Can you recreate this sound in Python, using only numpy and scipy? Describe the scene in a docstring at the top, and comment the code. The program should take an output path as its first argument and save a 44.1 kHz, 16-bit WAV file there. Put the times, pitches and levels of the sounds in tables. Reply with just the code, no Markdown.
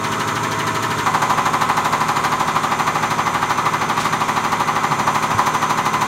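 """A single-plunger diesel injection pump turns at a steady speed on a test bench, heard from a step away.
Every cam turn shoves the frame (cam harmonics), rattles the tappet and spits oil (noise swelling once a turn).
After a second the pump takes load: each stroke is a run of impulses that rings casting and cabinet modes.
Gears, oil and rumble are coloured noise; the drive whine and valve whistle are wavering sines.
Later the oil valve shifts: a slightly lower whistle joins in. Two low bumps and short rushes of hiss pass."""
import sys
import numpy as np
from scipy import signal
from scipy.fft import rfft, irfft, next_fast_len
from scipy.io import wavfile
from scipy.ndimage import map_coordinates

SR = 44100
rng = np.random.default_rng(int(sys.argv[2]) if len(sys.argv) > 2 else 0)


def dump(signal):
    """Clip the signal to [-1, 1] and save it as 16-bit WAV at the path in sys.argv[1]."""
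    limited = np.clip(np.atleast_2d(signal).T, -1, 1)
    pcm = np.round(limited * 32767).astype(np.int16)
    wavfile.write(sys.argv[1], SR, pcm)


N = 267673  # length [samples]

TURN_HZ, FIRST_TURN_S = 12.7267, .0345  # cam speed and start of the first turn
LOAD_ON_S, VALVE_SHIFT_S = 1.04, 2.32  # the pump takes load; the oil valve shifts
TOP_HZ = 15850  # band limit of the microphone

# single harder strokes: (time [s], level above the settled force [dB])
HARD_STROKES = [(5.063, 3), (5.378, 4)]
# settled force, extra force of the first strokes, its decay time, random spread
FORCE_DB, OVERSHOOT_DB, SETTLE_S, UNEVEN_DB = -1.58, 2.9, .6, 0.33


def stroke_force():
    """The first loaded strokes overshoot and settle; returns (time [s], level [dB]) rows."""
    times = turns()[turns() > LOAD_ON_S]
    overshoot_db = OVERSHOOT_DB * np.exp(-(times - LOAD_ON_S) / SETTLE_S)
    force_db = FORCE_DB + overshoot_db + UNEVEN_DB * rng.standard_normal(len(times))
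    for s, extra_db in HARD_STROKES:
        nearest = np.argmin(np.abs(times - s))
        force_db[nearest] = FORCE_DB + extra_db
    return np.column_stack([times, force_db])


# contacts within one loaded stroke: (time into the turn [ms], relative level [dB])
STROKE_CONTACTS = [(5.04, -4.6), (12.33, -.6), (15.58, .9), (22.43, -6.4)]
# modes of the pump casting: (frequency [Hz], relative level [dB], t60 [s])
CASTING_MODES = [(830, -16, .033), (902, -8, .04), (1039, 4, .035), (1366, -5.5, .032)]


def casting_knocks(strokes, level_db, scatter_db):
    """Each loaded stroke is a quick run of hard contacts that ring the casting."""
    times, force_db = strokes.T
    back = step_back(times)
    blows = np.zeros(N)
    for ms, db in STROKE_CONTACTS:
        late, size = rng.standard_normal((2, len(times)))
        contact_times = times + (ms + .04 * late) / 1000
        # a step back costs 1.5 dB
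        blows += taps(contact_times, amp(force_db) * amp(db - 1.5 * back + scatter_db * size))
    response = sum(amp(db) * mode(hz, t60) for hz, db, t60 in CASTING_MODES)
    casting = amp(level_db) * ring(blows, response)
    # the small casting radiates little bass
    return signal.sosfiltfilt(signal.butter(3, 500, "high", fs=SR, output="sos"), casting)


# modes of the cabinet panels: (frequency [Hz], relative level [dB], t60 [s], level change a step back [dB])
PANEL_MODES = [(577, -3.5, .24, 0), (712, -9, .17, 0), (761, 3.5, .24, -1), (830, 3, .2, 0),
               (883, -6, .19, 0), (979, 1.8, .2, -2), (1026, 15, .16, -3), (1048.7, 5.7, .2, -2),
               (1159, -3, .23, 7), (1206, -5.4, .21, 4), (1229, -2, .2, 1)]


def cabinet_panels(strokes, level_db, scatter_db):
    """The stroke reaches the panels about 16 ms into the turn; they ring on between strokes."""
    times, force_db = strokes.T
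    back = step_back(times)
    panels = np.zeros(N)
    for k, (hz, db, t60, change_db) in enumerate(PANEL_MODES):
        # stepping back moves the listener through each panel's standing waves
        scatter = scatter_db * rng.standard_normal(len(times))
        sizes = amp(force_db) * amp(db + change_db * back + scatter)
        # neighbouring modes swing against each other
        panels += (-1) ** k * ring(taps(times + .01588, sizes), mode(hz, t60))
    return amp(level_db) * panels


def knocks(strokes, casting_db, cabinet_db, echo_db, scatter_db):
    """Casting and cabinet ring at each loaded stroke; dense reflections follow the casting."""
    casting = casting_knocks(strokes, casting_db, scatter_db)
    echo = amp(echo_db) * ring(casting, tail(t60=0.88))
    return casting + cabinet_panels(strokes, cabinet_db, scatter_db) + echo


# colour of the tappet rattle: (frequency [Hz], relative level per Hz [dB])
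RATTLE_COLOUR = [(300, -31), (620, -27), (800, -0.5), (1030, 1), (1400, -2), (1630, -5.5), (1900, -5.5),
                 (2300, -7), (2700, -14), (3400, -12.5), (5000, -21.5), (12000, -52)]


def tappet(level_db, grain_db, step_db):
    """The tappet rattles at the top of every lift; it carries better to a listener a step back."""
    swell = bursts(start_ms=1, rise_ms=17, t60=.125, scatter_db=.7)
    clatter = machine_noise(repeat=0.52) * amp(grain_db * wobble(700)) * swell
    rattle = colour(steel(clatter, ring_db=-0.5, t60=0.14), RATTLE_COLOUR)
    return amp(level_db + step_db * step_back(clock())) * rattle


# relative levels of the cam's force on the frame: (multiple of the cam speed, relative level [dB])
FRAME_ORDERS = [(1, -44), (2, -64), (3, -56), (4, -29), (5, -36), (6, -13), (7, -23), (8, -26.5), (9, -3.5),
                (10, -10.5), (11, -8), (12, 1), (13, -6), (14, -12.5), (15, -15), (16, -27), (17, -1.5),
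                (18, -5), (19, -11), (20, -2), (21, -11.5), (22, -5.5), (23, -12.5), (24, -43), (25, -8.5),
                (26, -4.5), (27, -30), (28, -6.5), (29, -6.5), (30, -3), (31, -5), (32, -18.5), (33, -11.5),
                (34, -26)]


def frame(level_db, shove_ms):
    """The cam shoves the frame once a turn; each order arrives with its own lag."""
    angle = 2 * np.pi * TURN_HZ * (clock() - FIRST_TURN_S - shove_ms / 1000)
    shake = sum(amp(db) * np.cos(round(order) * angle + rng.uniform(-1.6, 1.6)) for order, db in FRAME_ORDERS)
    return amp(level_db) * unit(shake)


# colour of the oil spray: (frequency [Hz], relative level per Hz [dB])
SPRAY_COLOUR = [(1500, -12), (3000, -4), (4100, 3.5), (5000, -4.5), (6000, 0.5), (7100, 0.5), (7700, -7.5),
                (9200, -7.5), (10400, -13), (11300, -9.5), (13000, -11), (15800, -17.5)]


def spray(level_db, grain_db, steel_db):
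    """Oil spits through the nozzle at every stroke and rings the many small modes of the steel parts."""
    swell = bursts(start_ms=0.34, rise_ms=10.0, t60=0.17, scatter_db=2)
    jet = machine_noise(repeat=0.37) * amp(grain_db * wobble(1300)) * swell
    snap = rng.standard_normal(N) * bursts(start_ms=2.8, rise_ms=2.8, t60=0.013, scatter_db=0.5)
    ringing = unit(ring(snap, tail(t60=0.16)))
    return amp(level_db) * nearness(step_db=2.2) * colour(unit(jet) + amp(steel_db) * ringing, SPRAY_COLOUR)


# colour of the loose clatter: (frequency [Hz], relative level per Hz [dB])
SHUDDER_COLOUR = [(300, -18), (640, -3), (750, -0.5), (900, 7), (1060, -8.5), (1200, 0.5), (1550, -29),
                  (1750, -5.5), (2300, -7.5), (2600, -9), (3000, -28), (6000, -35)]


def shudder(strokes, level_db, grain_db):
    """Pipes and guards clatter loosely after each loaded stroke, more after a hard one."""
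    force_db = curve(strokes, clock())
    clatter = machine_noise(repeat=0.49) * amp(grain_db * wobble(500) + 0.61 * force_db)
    swell = bursts(start_ms=4, rise_ms=10, t60=.15, scatter_db=1)
    return amp(level_db) * colour(clatter * swell * load(), SHUDDER_COLOUR)


# ring of the tappet spring: (frequency [Hz], relative level [dB], t60 [s])
SPRING_MODES = [(1760, 0, .1), (1950, -3, .04), (2200, -4, .07), (2330, -4, .04), (2560, -3, .03),
                (2900, 1, .04), (3150, 0, .04)]


def spring(level_db, load_db):
    """The tappet spring is shaken at every lift and rings freely at idle; load damps it."""
    shake = machine_noise(repeat=0.17) * bursts(start_ms=9.1, rise_ms=12, t60=0.052, scatter_db=0.5)
    coils = ring(shake, sum(amp(db) * mode(hz, t60) for hz, db, t60 in SPRING_MODES))
    return amp(level_db + load_db * load()) * unit(coils)


# colour of the gears: (frequency [Hz], relative level per Hz [dB])
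GEARS_COLOUR = [(260, -46), (450, -12), (488, -7.5), (647, -10.5), (791, -11.5), (930, -1), (1050, 7),
                (1140, -1), (1480, -1), (1590, -4), (1790, -12.5), (1980, -6), (5000, -32.5), (6500, -48),
                (11000, -120)]


def gears(level_db):
    """Gears run without a break: partly repeating noise that rings small steel modes."""
    return amp(level_db) * colour(steel(machine_noise(repeat=0.32), ring_db=0.5, t60=0.2), GEARS_COLOUR)


# tones of the drive: (frequency [Hz], rms level at idle [dB], level change under load [dB])
DRIVE_TONES = [(102, -40, -12), (114.5, -41, -11), (216.5, -44, -10), (305.5, -41, -12), (407, -43, -12),
               (420, -41, -11), (433, -43, -12), (548, -47, 1), (647, -40, -9), (947.5, -32.5, -4.5),
               (1018, -37, -4), (1044, -40, -5), (1069, -37, -6), (1172, -41, -4), (1271, -39, -6),
               (1335, -40, -7), (1490, -43, -3), (1746, -45, -7), (1873, -47, -6)]


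def drive_whine():
    """The drive hums and whines in steady lines that waver; most weaken under load."""
    return sum(tone(hz, db + change_db * load(), drift_hz=1.59, flutter_db=1.5)
               for hz, db, change_db in DRIVE_TONES)


# whistles of the oil valve: (frequency [Hz], relative rms level [dB], level change after the shift [dB])
VALVE_TONES = [(6076, -75, 26), (6126, -75.5, 25), (6240, -50, 1), (6331, -49.5, -3), (7210, -56, -1),
               (8140, -59, -1), (12785, -64, -2)]


def valve_whistle(level_db, wander_db, wanders_per_s):
    """The valve whistles at a slowly wandering level; its shift brings in a lower pair of lines."""
    whistle = sum(tone(hz, db + change_db * valve_shift(), drift_hz=12, flutter_db=2.5)
                  for hz, db, change_db in VALVE_TONES)
    return amp(level_db + wander_db * wobble(wanders_per_s)) * whistle


# colour of the circulating oil: (frequency [Hz], relative level per Hz [dB])
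OIL_COLOUR = [(1760, -5.5), (3000, -1.5), (4070, -1), (4940, -9), (5790, -4.5), (6040, -18), (6290, -5),
              (6520, -5), (7080, 0.5), (7750, -8), (9280, -8.5), (10400, -17), (12900, -15), (15200, -29),
              (15700, -33)]


def circulating_oil(level_db, shift_db):
    """Oil hisses without a break and rings small steel modes; the valve shift weakens it."""
    hiss = colour(steel(machine_noise(repeat=0.29), ring_db=-2.0, t60=0.18), OIL_COLOUR)
    return amp(level_db + shift_db * valve_shift() + .5 * wobble(3.06)) * hiss


# colour of the motor rumble: (frequency [Hz], relative level per Hz [dB])
RUMBLE_COLOUR = [(20, -36), (45, -31), (65, -9), (95, -14), (170, 1), (300, -9), (420, -8.5), (470, -10),
                 (650, -9), (1200, -8), (4000, -48)]


def motor_rumble(level_db):
    """The motor rumbles as low noise of gently wandering level."""
    return amp(level_db + wobble(5.65)) * colour(rng.standard_normal(N), RUMBLE_COLOUR)


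# dull bumps on the bench: (time [s], relative level [dB], frequency [Hz])
BENCH_BUMPS = [(4.905, -19, 135), (5.344, -16.5, 105)]


def bumps():
    """A soft push, 5 ms long, sets off one low resonance."""
    out = np.zeros(N)
    push = np.hanning(SR // 200)
    for s, db, hz in BENCH_BUMPS:
        thud = np.convolve(mode(hz, t60=0.2), push / push.sum())
        out += amp(db) * ring(taps(np.array([s]), [1.]), thud)
    return out


# brief rushes of hiss: (time of the peak [s], peak level [dB], time to fall to 1/e [s], centre [Hz])
HISS_RUSHES = [(4.01, -26.5, 0.018, 4950), (4.052, -32, 0.04, 4900), (5.16, -45, 0.055, 13000)]


def rushes():
    """Band-shaped noise swells and fades in a short bell curve."""
    t, out = clock(), np.zeros(N)
    for s, db, length, hz in HISS_RUSHES:
        band = [(hz / 8, -12), (hz / 2, 3), (hz, 0), (hz * 2, -9), (hz * 3, -22)]
        hiss = colour(rng.standard_normal(N), band)
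        out += amp(db) * np.exp(-((t - s) / length) ** 2) * hiss
    return out


# where the listener stands: (time [s], position [steps back; negative leans in])
LISTENER_STANCE = [(1.1, -0.28), (2.25, -0.22), (2.9, 1), (4, 1), (4.8, 0.45), (5.4, -0.13), (6, -0.37)]


def step_back(at):
    """How far back the listener stands at the given times."""
    return curve(LISTENER_STANCE, at)


def nearness(step_db):
    """Direct treble falls as the listener steps back."""
    return amp(-step_db * step_back(clock()))


def load():
    """0 while the pump idles, 1 once it delivers."""
    return np.clip((clock() - LOAD_ON_S) / .02, 0, 1)


def valve_shift():
    """0 before the oil valve shifts, 1 after."""
    return np.clip((clock() - VALVE_SHIFT_S) / .02, 0, 1)


def turns():
    """The start of every cam turn."""
    return np.arange(FIRST_TURN_S, N / SR, 1 / TURN_HZ)


def machine_noise(repeat):
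    """Noise of which a share of the power comes back alike on every turn."""
    share = np.clip(repeat, 0, 1)
    pattern = np.resize(rng.standard_normal(round(SR / TURN_HZ)), N)
    return np.sqrt(share) * pattern + np.sqrt(1 - share) * rng.standard_normal(N)


def bursts(start_ms, rise_ms, t60, scatter_db):
    """An envelope that swells and dies once a turn, at rms 1."""
    t, times = np.arange(SR // 2) / SR, turns()
    power = np.clip(t * 1000 / rise_ms, 0, 1) ** 2 * np.exp(-2 * np.log(1000) * t / t60)
    sizes = amp(scatter_db * rng.standard_normal(len(times))) ** 2
    blows = taps(times + start_ms / 1000, sizes)
    # overlapping bursts add in power
    return unit(np.sqrt(np.abs(ring(blows, power))))


def tone(hz, db, drift_hz, flutter_db):
    """A line that wavers in pitch and level."""
    phase = 2 * np.pi * (np.cumsum(hz + drift_hz * wobble(25)) / SR + rng.random())
    return np.sqrt(2) * amp(db + flutter_db * wobble(13)) * np.sin(phase)


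def steel(x, ring_db, t60):
    """x with the ring of many small steel modes on top, at rms 1."""
    return unit(unit(x) + amp(ring_db) * unit(ring(x, tail(t60))))


def mode(hz, t60):
    """One dying resonance; the air follows the speed of the surface."""
    t = np.arange(SR // 2) / SR
    decay = np.exp(-np.log(1000) * t / t60)
    onset = 1 - np.exp(-t / .001)
    swing = np.sin(2 * np.pi * hz * t) * decay * onset
    return np.gradient(swing) * SR / (2 * np.pi * hz)


def tail(t60):
    """Dense dying reflections of energy 1."""
    t = np.arange(SR // 2) / SR
    echo = rng.standard_normal(len(t)) * np.exp(-np.log(1000) * t / t60)
    return echo / np.linalg.norm(echo)


def ring(x, response):
    """x played through an impulse response."""
    return signal.fftconvolve(x, response)[:N]


def taps(times, sizes):
    """One impulse at each time."""
    return np.bincount(np.round(np.abs(times) * SR).astype(int), sizes, N)[:N]


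def colour(x, points):
    """x shaped by (frequency [Hz], level [dB]) points, at rms 1."""
    size = next_fast_len(N + 8192)
    hz, db = np.transpose(points)
    log_hz = np.log(np.fft.rfftfreq(size, 1 / SR) + 1)
    gain = amp(np.interp(log_hz, np.log(hz), db))
    return unit(irfft(rfft(x, size) * gain, size)[:N])


def wobble(rate):
    """A smooth random curve, rate knots a second."""
    knots = rng.standard_normal(int(N * rate / SR) + 4)
    return map_coordinates(knots, [clock() * rate], mode="nearest")


def curve(rows, at):
    """(time [s], value) rows joined by straight lines."""
    return np.interp(at, *np.transpose(rows))


def clock():
    """The time of every sample in seconds."""
    return np.arange(N) / SR


def unit(x):
    """x at rms 1."""
    return x / np.sqrt(np.mean(x ** 2) + 1e-20)


def amp(db):
    """Decibels to gain."""
    return 10 ** (np.asarray(db) / 20)


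def scene():
    """The pump on its running bench."""
    strokes = stroke_force()
    pump = knocks(strokes, casting_db=-8.0, cabinet_db=-26.0, echo_db=-17.5, scatter_db=.5)
    pump += tappet(level_db=-28.5, grain_db=1.5, step_db=1.1)
    pump += frame(level_db=-29.5, shove_ms=21)
    pump += spray(level_db=-36.5, grain_db=1, steel_db=-5.0)
    pump += shudder(strokes, level_db=-29.5, grain_db=0.5)
    pump += spring(level_db=-34.5, load_db=-5.5)
    bench = gears(level_db=-25.5) + drive_whine()
    bench += valve_whistle(level_db=1.5, wander_db=1.6, wanders_per_s=2.5)
    bench += circulating_oil(level_db=-35.5, shift_db=-1) + motor_rumble(level_db=-33)
    return (pump + bench + bumps() + rushes())[None]


def record(dry):
    """The microphone keeps nothing above its band limit."""
    size = next_fast_len(N + 8192)
    in_band = np.fft.rfftfreq(size, 1 / SR) < TOP_HZ
    return irfft(rfft(dry, size) * in_band, size)[:, :N]


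dry = scene()
out = record(dry)
dump(out)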